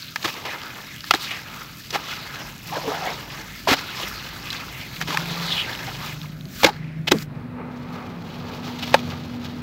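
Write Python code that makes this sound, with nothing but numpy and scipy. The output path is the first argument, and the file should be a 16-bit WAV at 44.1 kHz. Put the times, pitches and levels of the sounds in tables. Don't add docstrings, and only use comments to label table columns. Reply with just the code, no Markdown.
import sys
import numpy as np
from scipy import signal
from scipy.fft import rfft, irfft
from scipy.io import wavfile

SR = 44100
rng = np.random.default_rng(int(sys.argv[2]) if len(sys.argv) > 2 else 0)


def unload_wav(signal):
    wavfile.write(
        sys.argv[1],
        SR,
        np.round(np.clip(np.atleast_2d(signal).T, -1, 1) * 32767).astype(np.int16),
    )


N = 424241
TIME = np.arange(N) / SR


def from_db(db):
    return 10 ** (np.asarray(db) / 20)


def unit_rms(x):
    return x / np.sqrt(np.mean(x ** 2) + 1e-20)


def curves(rows):
    times, *columns = np.transpose(rows)
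    return [np.interp(TIME, times, column) for column in columns]


def add(out, start_s, sound):
    i = max(round(start_s * SR), 0)
    out[i:i + len(sound)] += sound[:N - i]


def drift(rate_hz):
    hop, settle = 40, 2000
    pole = np.exp(-2 * np.pi * rate_hz * hop / SR)
    noise = rng.standard_normal(N // hop + settle + 2)
    slow = signal.lfilter([1], [1, -2 * pole, pole * pole], noise)[settle:]
    return np.interp(np.arange(N) / hop, np.arange(len(slow)), unit_rms(slow))


def swell(start, end, rise, fall):
    steps_down = np.maximum((start - TIME) / rise, 0) + np.maximum((TIME - end) / fall, 0)
    return from_db(-10 * np.minimum(steps_down, 20))


def efforts(held, brief=()):
    power = np.zeros((2, N))
    for start, end, rise, fall, *levels in held + [(peak, peak, *rest) for peak, *rest in brief]:
        power += np.outer(from_db(levels), swell(start, end, rise, fall)) ** 2
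    return np.sqrt(power)


def colour(x, spectrum, size=8192):
    hz, db = np.transpose(spectrum)
    log_hz = np.log(np.maximum(np.arange(size // 2 + 1) * SR / size, 1))
    outside = np.maximum(np.log(hz[0]) - log_hz, 0) + np.maximum(log_hz - np.log(hz[-1]), 0)
    gain = from_db(np.interp(log_hz, np.log(hz), db) - 30 * outside)
    cepstrum = irfft(np.log(gain))
    response = irfft(np.exp(rfft(2 * cepstrum[:size // 2], size)))
    return signal.oaconvolve(x, response / np.linalg.norm(response))[:len(x)]


def resonance(hz, q):
    r = np.exp(-np.pi * hz / q / SR)
    return (1 - r * r) / 2 * np.array([1, 0, -1]), [1, -2 * r * np.cos(2 * np.pi * hz / SR), r * r]


def gliding_resonance(x, hz, q, block=128):
    out, state = np.zeros(len(x)), np.zeros(2)
    for i in range(0, len(x), block):
        out[i:i + block], state = signal.lfilter(*resonance(hz[i], q), x[i:i + block], zi=state)
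    return unit_rms(out / np.sqrt(hz))


def grains(per_s, spread_db, clump_db):
    sizes = from_db(spread_db * np.minimum(rng.exponential(1, N), 5)) * rng.choice([-1, 1], N)
    born = rng.random(N) < per_s * from_db(clump_db * drift(35)) / SR
    return unit_rms(sizes * born)


def patchy(x, depth_db, rate_hz=30):
    out, rest = 0, x
    for hz in np.geomspace(900, 13000, 8):
        band = signal.sosfiltfilt(signal.butter(2, hz, fs=SR, output="sos"), rest)
        out = out + band * from_db(depth_db * drift(rate_hz))
        rest = rest - band
    return unit_rms(out + rest)


def cavity_ring(t, hz, target_hz, t60, glide_s):
    pitch = target_hz + (hz - target_hz) * np.exp(-t / glide_s)
    ring = np.sin(2 * np.pi * np.cumsum(pitch) / SR) * from_db(-60 * t / t60)
    return signal.lfilter(*resonance(hz, q=.8), ring)


# frequency in Hz, relative spectral density in dB.
ROAD_SPECTRUM = [(25, -38), (38, -23), (50, -13), (70, -8.5), (98, -1), (145, 0), (200, -1), (280, -4.5),
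                 (400, -16.5), (800, -35)]
AIR_SPECTRUM = [(200, -1.5), (350, -6), (600, 7.5), (900, -3), (1500, 2.5), (2400, -3.5), (3200, -10.5),
                (4000, -10), (6000, -25.5), (9000, -26), (15500, -24.5)]


def road(rumble_db=-47.1, air_db=-53.5, rise_db_per_s=1.05):
    nearing_db = rise_db_per_s * TIME
    rumble = from_db(rumble_db + nearing_db) * colour(rng.standard_normal(N), ROAD_SPECTRUM)
    air = from_db(air_db + nearing_db - nearing_db.mean()) * colour(rng.standard_normal(N), AIR_SPECTRUM)
    return rumble + air


# frequency in Hz, relative spectral density in dB.
DEEP_SPECTRUM = [(25, -18), (48, 0), (62, -6), (90, -20)]


def deep_rumble(level_db=-50):
    gain = from_db(level_db) * swell(start=3.2, end=6.7, rise=2.2, fall=2.2)
    return gain * colour(rng.standard_normal(N), DEEP_SPECTRUM)


def exhaust(hz, partials, waver, fading_db=2):
    out = 0
    for order, db in partials:
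        gain = from_db(db + fading_db * drift(2.5))
        pitch = order * hz * (1 + waver * drift(5.65))
        out = out + gain * np.sin(2 * np.pi * np.cumsum(pitch) / SR)
    return np.sqrt(2) * out


# time in seconds, cycle rate in Hz,
# then relative levels of partials 4, 5, 6 and 7 in dB.
ENGINE_PASS = [(0, 19.6, -68, -66, -60, -60), (3.05, 24.8, -52, -50, -44, -48),
               (3.5, 20.6, -58, -56, -51, -50), (4.75, 22.4, -52, -52, -43, -49),
               (5, 23.1, -52, -50, -38, -34.5), (5.3, 24, -52, -50, -37.5, -33.5),
               (5.57, 24.6, -52, -50, -50, -36), (5.65, 24.2, -52, -43, -52, -52),
               (5.78, 24.2, -52, -36, -42, -52), (6.05, 24.8, -52, -42, -37, -52),
               (6.4, 26, -52, -46, -36, -52), (6.62, 25.6, -52, -48, -48, -52),
               (6.85, 26.1, -52, -39, -31.5, -52), (7.15, 26.7, -52, -38, -33, -50),
               (7.33, 24.3, -50, -46, -28, -42), (7.5, 24.3, -50, -48, -44, -37),
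               (8.55, 24.2, -44, -48, -42, -39), (9.15, 22.6, -39, -48, -42, -44),
               (9.62, 22.4, -40, -46, -41, -46)]


def passing_engine(trim_db=-3.5, throb_db=2.5):
    cycle_hz, *partial_db = curves(ENGINE_PASS)
    note = exhaust(cycle_hz, enumerate(partial_db, 4), waver=.009)
    return note * from_db(trim_db + throb_db * drift(20))


# time in seconds, pitch in Hz, relative level in dB.
ENGINE_DRONE = [(0, 246, -80), (6.4, 246, -54), (7.4, 243, -43), (7.65, 246, -35), (8.25, 242, -43),
                (8.9, 243, -35), (9.62, 243, -34)]


def droning_engine(trim_db=-1, flutter_db=1.5):
    hz, db = curves(ENGINE_DRONE)
    note = exhaust(hz, [(1, 0), (2, -19)], waver=.006)
    return note * from_db(db + trim_db + flutter_db * drift(12))


def tub(x, wall_db=-14, across_s=.002332, wall_hz=3000):
    out, echo = x.copy(), x
    dulling = signal.butter(1, wall_hz, fs=SR, output="sos")
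    for bounce in (1, 2, 3):
        echo = from_db(wall_db) * signal.sosfilt(dulling, echo)
        add(out, across_s * np.sqrt(bounce), echo)
    return out


# frequency in Hz, relative spectral density in dB.
RUB_SPECTRUM = [(300, -1), (430, 3), (700, .5), (950, 1.2), (1300, -1.5), (1750, -9.5), (2400, -9),
                (3200, -26.5)]
TRICKLE_SPECTRUM = [(1500, -7.5), (2500, 0), (3300, 1), (4300, 0), (5500, -6.5), (7000, -13.5), (9400, -29),
                    (12000, -18.5), (15500, -16.5)]
# peak time in seconds, rise and fall in seconds
# per 10 dB, relative levels of rubbing and shed sand in dB.
BLOCK_GRINDS = [(7.37, .1, .25, -43, -62), (7.6, .07, .2, -36.5, -65), (7.75, .05, .1, -43, -53),
                (7.96, .15, .3, -35, -48), (8.56, .25, .1, -36, -45), (8.68, .04, .06, -34, -38),
                (8.83, .06, .08, -39, -38), (8.95, .08, .08, -33, -36), (9.12, .06, .07, -35, -40),
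                (9.45, .03, .04, -42, -43)]


def crumbling(rub_trim_db=-1.45, sand_trim_db=1):
    pouring = [(8.28, 9.62, .1, .1, -42.5, -48.5)]
    rub_gain, sand_gain = efforts(pouring, BLOCK_GRINDS)
    rub = unit_rms(colour(grains(per_s=5000, spread_db=1, clump_db=2), RUB_SPECTRUM))
    sand = patchy(grains(per_s=4000, spread_db=1.8, clump_db=3.5), depth_db=2.5)
    trickle = unit_rms(colour(sand, TRICKLE_SPECTRUM))
    return from_db(rub_trim_db) * rub_gain * rub + from_db(sand_trim_db) * sand_gain * trickle


# frequency in Hz, relative spectral density in dB.
SPLAT_SPECTRUM = [(30, -32), (100, -1.5), (260, 0), (800, 0.5), (1200, -0.5), (2000, 1.5), (3500, -0.5),
                  (5200, -4.5), (7000, -12.5), (9400, -25), (12500, -17.5), (15500, -19.5)]
# start, rise, hold and 60 dB decay in seconds,
# level in dB, cavity pitch in Hz, cavity share as a gain.
LANDINGS = [ (.1595, .0008, .0018, .03, -22, 1850, 6), (.226, .001, .003, .035, -29, 5030, .6),
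            (.240, .0063, .013, .05, -22, 1000, .3), (.272, .005, .018, .05, -28, 1400, .2),
            (.452, .001, .007, .05, -27.5, 800, 2), (1.108, .001, .002, .033, -11.5, 2900, 6),
            (1.134, .005, .005, .03, -22, 1150, 2.5), (1.149, .002, .005, .04, -24, 1300, .4),
            (1.306, .004, .007, .05, -28, 2500, 1.5), (1.904, .002, .002, .03, -28, 5470, 5),
            (1.926, .002, .0015, .03, -31, 4700, .7), (1.926, .022, .012, .055, -21, 900, 1.5),
            (3.672, .017, .05, .05, -15.1, 1000, 1), (3.998, .002, .004, .03, -28, 700, 1.5),
            (4.022, .004, .014, .05, -35, 500, 1.5), (5.002, .012, .011, .04, -26, 2600, .35),
            (5.073, .003, .07, .07, -29, 950, .5), (5.1445, .0006, .0026, .035, -23.5, 950, 3),
            (6.62, .012, .002, .02, -26, 3000, .6), (6.6318, .002, .002, .025, -12, 1000, .7),
            (6.638, .0015, .003, .03, -16, 1200, .5), (6.6422, .002, .003, .025, -3.5, 2900, 1),
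            (6.643, .002, .004, .03, -9, 1300, 4), (6.656, .008, .004, .04, -17, 1300, .2),
            (6.666, .004, .024, .06, -26, 850, 4), (7.070, .009, .007, .03, -18, 2900, 1.5),
            (7.110, .006, .002, .015, -15, 3400, .35), (7.1175, .0015, .002, .016, -5, 3400, .45),
            (7.117, .002, .003, .022, -11.5, 1050, 4), (8.785, .005, .007, .05, -35, 3500, .8),
            (8.8235, .0007, .014, .05, -28.5, 3300, .8), (8.873, .002, .006, .04, -33, 3500, .8),
            (8.92, .012, .008, .04, -32, 3000, 1), (8.942, .0005, .0015, .025, -6, 1600, 9),
            (9.098, .0009, .008, .045, -37, 3200, .83)]


def splats(cavity_q=2.1, size=8000):
    out, t = np.zeros(N), np.arange(size) / SR
    slaps = colour(grains(per_s=14000, spread_db=2.6, clump_db=1.2), SPLAT_SPECTRUM)
    for k, (start, rise, hold, t60, db, hz, share) in enumerate(LANDINGS):
        burst = slaps[k * size:(k + 1) * size]
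        hollow = signal.lfilter(*resonance(hz, cavity_q), burst)
        envelope = np.minimum(t / rise, 1) * from_db(-60 * np.maximum(t - rise - hold, 0) / t60)
        add(out, start, from_db(db) * envelope * unit_rms(burst + share * hollow))
    return out


# start in seconds, relative level in dB, pitch in Hz.
SMALL_POCKETS = [(0.1593, -8, 1650), (0.247, -9, 1850), (.332, -22, 4600), (.341, -22, 4800),
                 (0.617, -20, 3120), (.635, -22, 4500), (.869, -24, 4700), (0.9627, -23, 3200),
                 (1.0071, -19, 4570), (1.0423, -20, 1750), (1.1095, 3, 1300), (1.1386, -4, 1750),
                 (1.1483, -4, 3930), (1.3089, -23, 2750), (1.7714, -25, 4560), (3.7922, -17, 2080),
                 (4.5042, -11.5, 3900), (4.5296, -13, 3380), (5.0138, -9.5, 1770), (5.106, -14.5, 1160),
                 (5.1725, -4, 1750), (5.7513, -16, 2900), (6.216, -22, 3630), (6.232, -25, 4400),
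                 (6.41, -26, 3600), (6.455, -26, 4300), (6.5774, -27, 4680), (6.6948, -19, 4000),
                 (7.186, -17, 4600), (7.2225, -26, 1470), (8.9419, -4, 1400), (8.992, -22, 3180),
                 (9.4472, -25, 3580)]


def pops(ring_db=-4, crack_db=-7, ring_cycles=24, crack_cycles=22, climb=1.2, size=3000):
    rings, cracks, t = np.zeros(N), np.zeros(N), np.arange(size) / SR
    for start, db, hz in SMALL_POCKETS:
        crack = rng.standard_normal(size) * from_db(-60 * t * hz / crack_cycles)
        crack[0] = 3
        crack = signal.sosfilt(signal.butter(2, .8 * hz, "high", fs=SR, output="sos"), crack)
        add(cracks, start, from_db(db + crack_db) * crack)
        t60 = ring_cycles / hz
        add(rings, start, from_db(db + ring_db) * cavity_ring(t, hz, climb * hz, t60, glide_s=t60))
    return rings + colour(cracks, SPLAT_SPECTRUM)


# start in seconds, relative level in dB,
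# first and target pitch in Hz, 60 dB decay in seconds.
LARGE_POCKETS = [ (.247, -19, 330, 350, .05), (1.1095, -3, 700, 850, .021), (1.139, -15, 300, 330, .035),
                 (1.1405, -11, 760, 900, .024), (1.149, -16.5, 380, 420, .03), (1.957, -14, 790, 950, .045),
                 (2.738, -27, 820, 860, .05), (2.768, -20.5, 524, 550, .094), (2.875, -22, 287, 300, .091),
                 (3.672, -14.5, 690, 640, .06), (3.672, -13, 986, 1030, .07), (3.685, -17, 400, 370, .07),
                 (3.714, -11, 265, 280, .084), (5.085, -25, 300, 310, .16), (5.124, -22, 1030, 1080, .07),
                 (5.145, -14, 900, 860, .04), (5.175, -16, 1050, 1150, .025), (6.633, -11, 520, 480, .03),
                 (6.644, 1, 560, 420, .028), (6.649, -9, 330, 300, .06), (6.645, -17, 185, 195, .08),
                 (6.667, -15, 880, 680, .075), (6.687, -14, 794, 900, .036), (6.703, -23, 400, 380, .04),
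                 (7.1185, 2, 350, 270, .026), (7.126, -7.5, 335, 200, .12), (7.147, -16, 235, 190, .13),
                 (8.9422, 1.5, 830, 1050, .04), (8.9425, 3.5, 544, 600, .024)]


def gulps(attack_s=.0008, wobble_db=1.1, size=10000):
    out, t = np.zeros(N), np.arange(size) / SR
    for start, db, hz, target_hz, t60 in LARGE_POCKETS:
        churn = signal.lfilter(*resonance(hz, q=2.5), rng.standard_normal(size))
        churn = unit_rms(churn) * from_db(-60 * t / t60)
        body = .92 * cavity_ring(t, hz, target_hz, t60, glide_s=.03) + .24 * churn
        add(out, start, from_db(db) * (1 - np.exp(-t / attack_s)) * body)
    return out * from_db(wobble_db * drift(110))


# start and length in seconds,
# first and last pitch in Hz, relative level in dB, sharpness as Q.
SQUEEZES = [ (.45, .12, 2040, 1650, -32.5, 1.7), (.58, .16, 1700, 1240, -40, 3),
            (.78, .23, 2310, 1970, -44, 3), (1.18, .11, 4400, 3300, -33.5, 2.2),
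            (1.24, .17, 2800, 1700, -32, 1.8), (1.44, .27, 1360, 1190, -42.5, 3.6),
            (2.05, .11, 3200, 2700, -37, 2.2), (2.105, .035, 2100, 1900, -35, 5),
            (2.36, .2, 1370, 1700, -48, 3), (2.715, .05, 700, 900, -29, 2.8),
            (2.745, .06, 660, 600, -31, 3.6), (2.75, .035, 1450, 1500, -33, 4.5),
            (2.825, .1, 520, 400, -26.5, 3.5), (2.85, .16, 950, 1700, -33.5, 2.2),
            (2.87, .15, 560, 800, -31, 2.2), (2.99, .15, 740, 650, -28.5, 2.8),
            (3.025, .1, 1700, 2350, -34, 3), (3.85, .13, 2900, 2200, -37, 2.5),
            (4.06, .04, 5700, 5200, -39, 5), (4.503, .012, 4200, 3900, -29, 8),
            (4.528, .012, 3500, 3250, -31, 8), (4.55, .045, 3900, 3300, -38, 3.6),
            (4.58, .05, 1000, 1500, -39, 3), (4.66, .26, 2300, 1990, -39.5, 2.2),
            (5.24, .14, 3800, 3500, -35, 2.5), (5.4, .29, 4600, 2300, -28, 2.6),
            (5.508, .035, 3400, 3150, -22.5, 4), (5.56, .08, 3050, 2850, -23.5, 3.8),
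            (5.66, .06, 1550, 1400, -32, 2.4), (5.825, .025, 1900, 1500, -33, 2),
            (5.89, .13, 3800, 2600, -40, 1.3), (5.86, .048, 736, 635, -36, 3.6),
            (5.95, .17, 950, 1250, -37.5, 1.5), (6.02, .12, 3600, 2200, -36.5, 1.4),
            (6.23, .025, 1150, 1000, -40, 5), (6.72, .33, 2150, 1950, -47, 3),
            (7.122, .055, 500, 400, -29, 4)]


def squelches(trim_db=-.5, skirt_share=.25, jerk=.04, slips_per_s=90, margin=28000):
    out = np.zeros(N)
    sputter = grains(per_s=4000, spread_db=1.6, clump_db=2.2)
    slips = np.cumsum(rng.random(N) < slips_per_s / SR)
    jerks = np.exp(jerk * rng.standard_normal(N)[slips])
    offsets = rng.integers(0, N - margin, len(SQUEEZES))
    for (start, length, first_hz, last_hz, db, q), offset in zip(SQUEEZES, offsets):
        part = slice(offset, offset + round(length * SR))
        froth = sputter[part]
        hz = np.geomspace(first_hz, last_hz, len(froth)) * jerks[part]
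        broad = gliding_resonance(froth, hz, q)
        note = unit_rms(gliding_resonance(broad, hz, q) + skirt_share * broad)
        arch = np.sin(np.linspace(0, np.pi, len(froth)))
        add(out, start, from_db(db + trim_db) * arch * note)
    return out


def bubbles(clicks, low_hz, high_hz, q, count=24):
    dealt = rng.integers(0, count, N)
    return unit_rms(sum(signal.lfilter(*resonance(hz, q), clicks * (dealt == k) + 1e-18)
                        for k, hz in enumerate(np.geomspace(low_hz, high_hz, count))))


def blips(low_hz=1200, high_hz=6500, spread_db=9, ring_cycles=42, climb=1.2, count=520, size=2000):
    out, t = np.zeros(N), np.arange(size) / SR
    for when, smallness, weakness in rng.random((count, 3)):
        hz = low_hz * (high_hz / low_hz) ** smallness
        t60 = ring_cycles / hz
        ring = cavity_ring(t, hz, climb * hz, t60, glide_s=t60)
        add(out, when * TIME[-1], from_db(-spread_db * weakness) * ring)
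    return out


def channels(crackle, wander=.16, opening_db=4):
    out = 0
    for centre_hz in np.geomspace(1400, 5000, 3):
        opening = from_db(opening_db * drift(5))
        hz = centre_hz * np.exp(wander * drift(4))
        out = out + opening * gliding_resonance(crackle, hz, q=6, block=256)
    return unit_rms(out)


# in and out in seconds, relative slosh and grit levels in dB.
HAND_SCOOPS = [(.21, .81, -43.5, -39.5), (1.11, 1.62, -45, -40), (1.93, 2.46, -43, -40.5),
               (2.72, 3.4, -41, -39), (3.68, 4.68, -44, -37.5), (5.08, 5.84, -41, -36.5)]
# peak time in seconds, rise and fall in seconds per 10 dB,
# relative slosh and grit levels in dB.
FINGER_PUSHES = [(.38, .04, .04, -38, -35), (.465, .025, .13, -30, -32), (1.08, .04, .03, -52, -37),
                 (1.25, .05, .07, -50, -34), (1.325, .02, .08, -40, -37), (2.0, .03, .05, -39, -37),
                 (2.12, .08, .12, -45, -30.5), (2.41, .06, .07, -38, -44), (2.76, .055, .07, -29, -33.5),
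                 (2.88, .04, .08, -28.5, -32), (3.1, .1, .07, -31, -28.5), (3.77, .03, .08, -40, -32),
                 (4.02, .16, .1, -36, -30), (4.56, .03, .06, -44, -39), (4.8, .15, .25, -45, -48),
                 (5.21, .04, .2, -33, -31), (5.52, .4, .22, -35, -33), (5.69, .06, .1, -37, -33),
                 (5.89, .05, .08, -42, -40), (6.07, .3, .1, -39.5, -36)]
# peak time in seconds,
# rise and fall in seconds per 10 dB, relative grit and fizz levels in dB.
CRUMB_SHOWERS = [(.02, .1, .15, -42, -51), (.29, .07, .04, -38, -40), (1.09, .04, .02, -44, -44),
                 (1.23, .03, .04, -42, -43), (1.81, .08, .08, -44, -50), (2.71, .07, .04, -42, -44),
                 (3.6, .15, .08, -41, -47), (4.08, .08, .2, -42, -45), (5, .1, .02, -40, -44),
                 (5.47, .3, .2, -40, -44), (6.06, .06, .08, -46, -45), (6.23, .03, .05, -42, -52),
                 (6.62, .08, .03, -32, -36), (6.7, .02, .07, -44, -56), (7.225, .09, .015, -38, -44)]
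SMOOTHING_S = 6.73


def hand_work(attack_s=.03, release_s=.12, drain_end_s=6.12, fizz_under_grit_db=-16):
    scoops = [(start, end, attack_s, release_s, *levels) for start, end, *levels in HAND_SCOOPS]
    smoothing = [(SMOOTHING_S, SMOOTHING_S, attack_s, .18, -47, -46.5)]
    draining = [(0, drain_end_s, attack_s, .27, -42, -50)]
    slosh, grit = efforts(scoops, FINGER_PUSHES)
    palm_slosh, palm_grit = efforts(smoothing)
    loose_grit, loose_fizz = efforts(draining, CRUMB_SHOWERS)
    return (np.hypot(slosh, palm_slosh),
            np.sqrt(grit ** 2 + palm_grit ** 2 + loose_grit ** 2),
            np.hypot(loose_fizz, from_db(fizz_under_grit_db) * grit))


def pores(crackle, open_hz=3100, pressed_hz=1850, sink_s=.25, reopen_s=.2):
    pressed = 0
    for start, end, *_ in HAND_SCOOPS:
        closing = 1 - np.exp(-np.maximum(TIME - start, 0) / sink_s)
        pressed = pressed + closing * np.exp(-np.maximum(TIME - end, 0) / reopen_s)
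    pressed = np.minimum(pressed + (TIME > SMOOTHING_S), 1)
    return gliding_resonance(crackle, open_hz * (pressed_hz / open_hz) ** pressed, q=1.09)


# frequency in Hz, relative spectral density in dB.
SLOSH_SPECTRUM = [(230, -8), (310, 2), (440, -1), (600, 2), (800, 1.5), (1050, 5.5), (1400, -23),
                  (2200, -8)]
GRIT_SPECTRUM = [(700, -36), (950, -4), (1250, 1), (2000, -1), (3000, -3), (4200, -0.5), (5500, -5),
                 (7000, -15.5), (9000, -28)]
FIZZ_SPECTRUM = [(4500, -11), (6500, 2), (7500, 1), (9400, -8), (11000, -2), (13000, 3), (15500, 2.5)]


def kneading(slosh_db=-3, grit_db=-1.7, blip_db=7.5, uneven_db=.7):
    slosh_gain, grit_gain, fizz_gain = hand_work()
    water = bubbles(grains(per_s=2600, spread_db=1.9, clump_db=2), low_hz=270.5, high_hz=1470, q=8)
    slosh = colour(water, SLOSH_SPECTRUM)
    sand = grains(per_s=14000, spread_db=2.5, clump_db=2)
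    ticks = grains(per_s=260, spread_db=3.3, clump_db=3)
    films = bubbles(grains(per_s=1300, spread_db=4, clump_db=4), low_hz=1100, high_hz=5500, q=5)
    crackle = patchy(sand + .12 * ticks + .28 * films, depth_db=2.3)
    grit = colour(crackle + .84 * pores(crackle) + .65 * channels(crackle), GRIT_SPECTRUM)
    fizz = colour(patchy(sand + .55 * ticks, depth_db=2.3), FIZZ_SPECTRUM)
    mush = from_db(slosh_db) * slosh_gain * unit_rms(slosh)
    mush += from_db(grit_db) * grit_gain * unit_rms(grit)
    mush += fizz_gain * unit_rms(fizz)
    mush += from_db(blip_db) * grit_gain * blips()
    return mush * from_db(uneven_db * drift(8))


def scene():
    near = tub(kneading() + squelches() + splats() + pops() + crumbling()) + gulps()
    far = road() + passing_engine() + droning_engine() + deep_rumble()
    return np.array([near + far, near + far])


def record(dry):
    ceiling, low_cut_hz, high_cut_hz = 1.05, 38.2, 15700
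    rounded = dry / (1 + (dry / ceiling) ** 4) ** (1 / 4)
    thinned = signal.sosfilt(signal.butter(2, low_cut_hz, "high", fs=SR, output="sos"), rounded)
    return signal.sosfilt(signal.ellip(10, .1, 70, high_cut_hz, fs=SR, output="sos"), thinned)


dry = scene()
out = record(dry)
unload_wav(out)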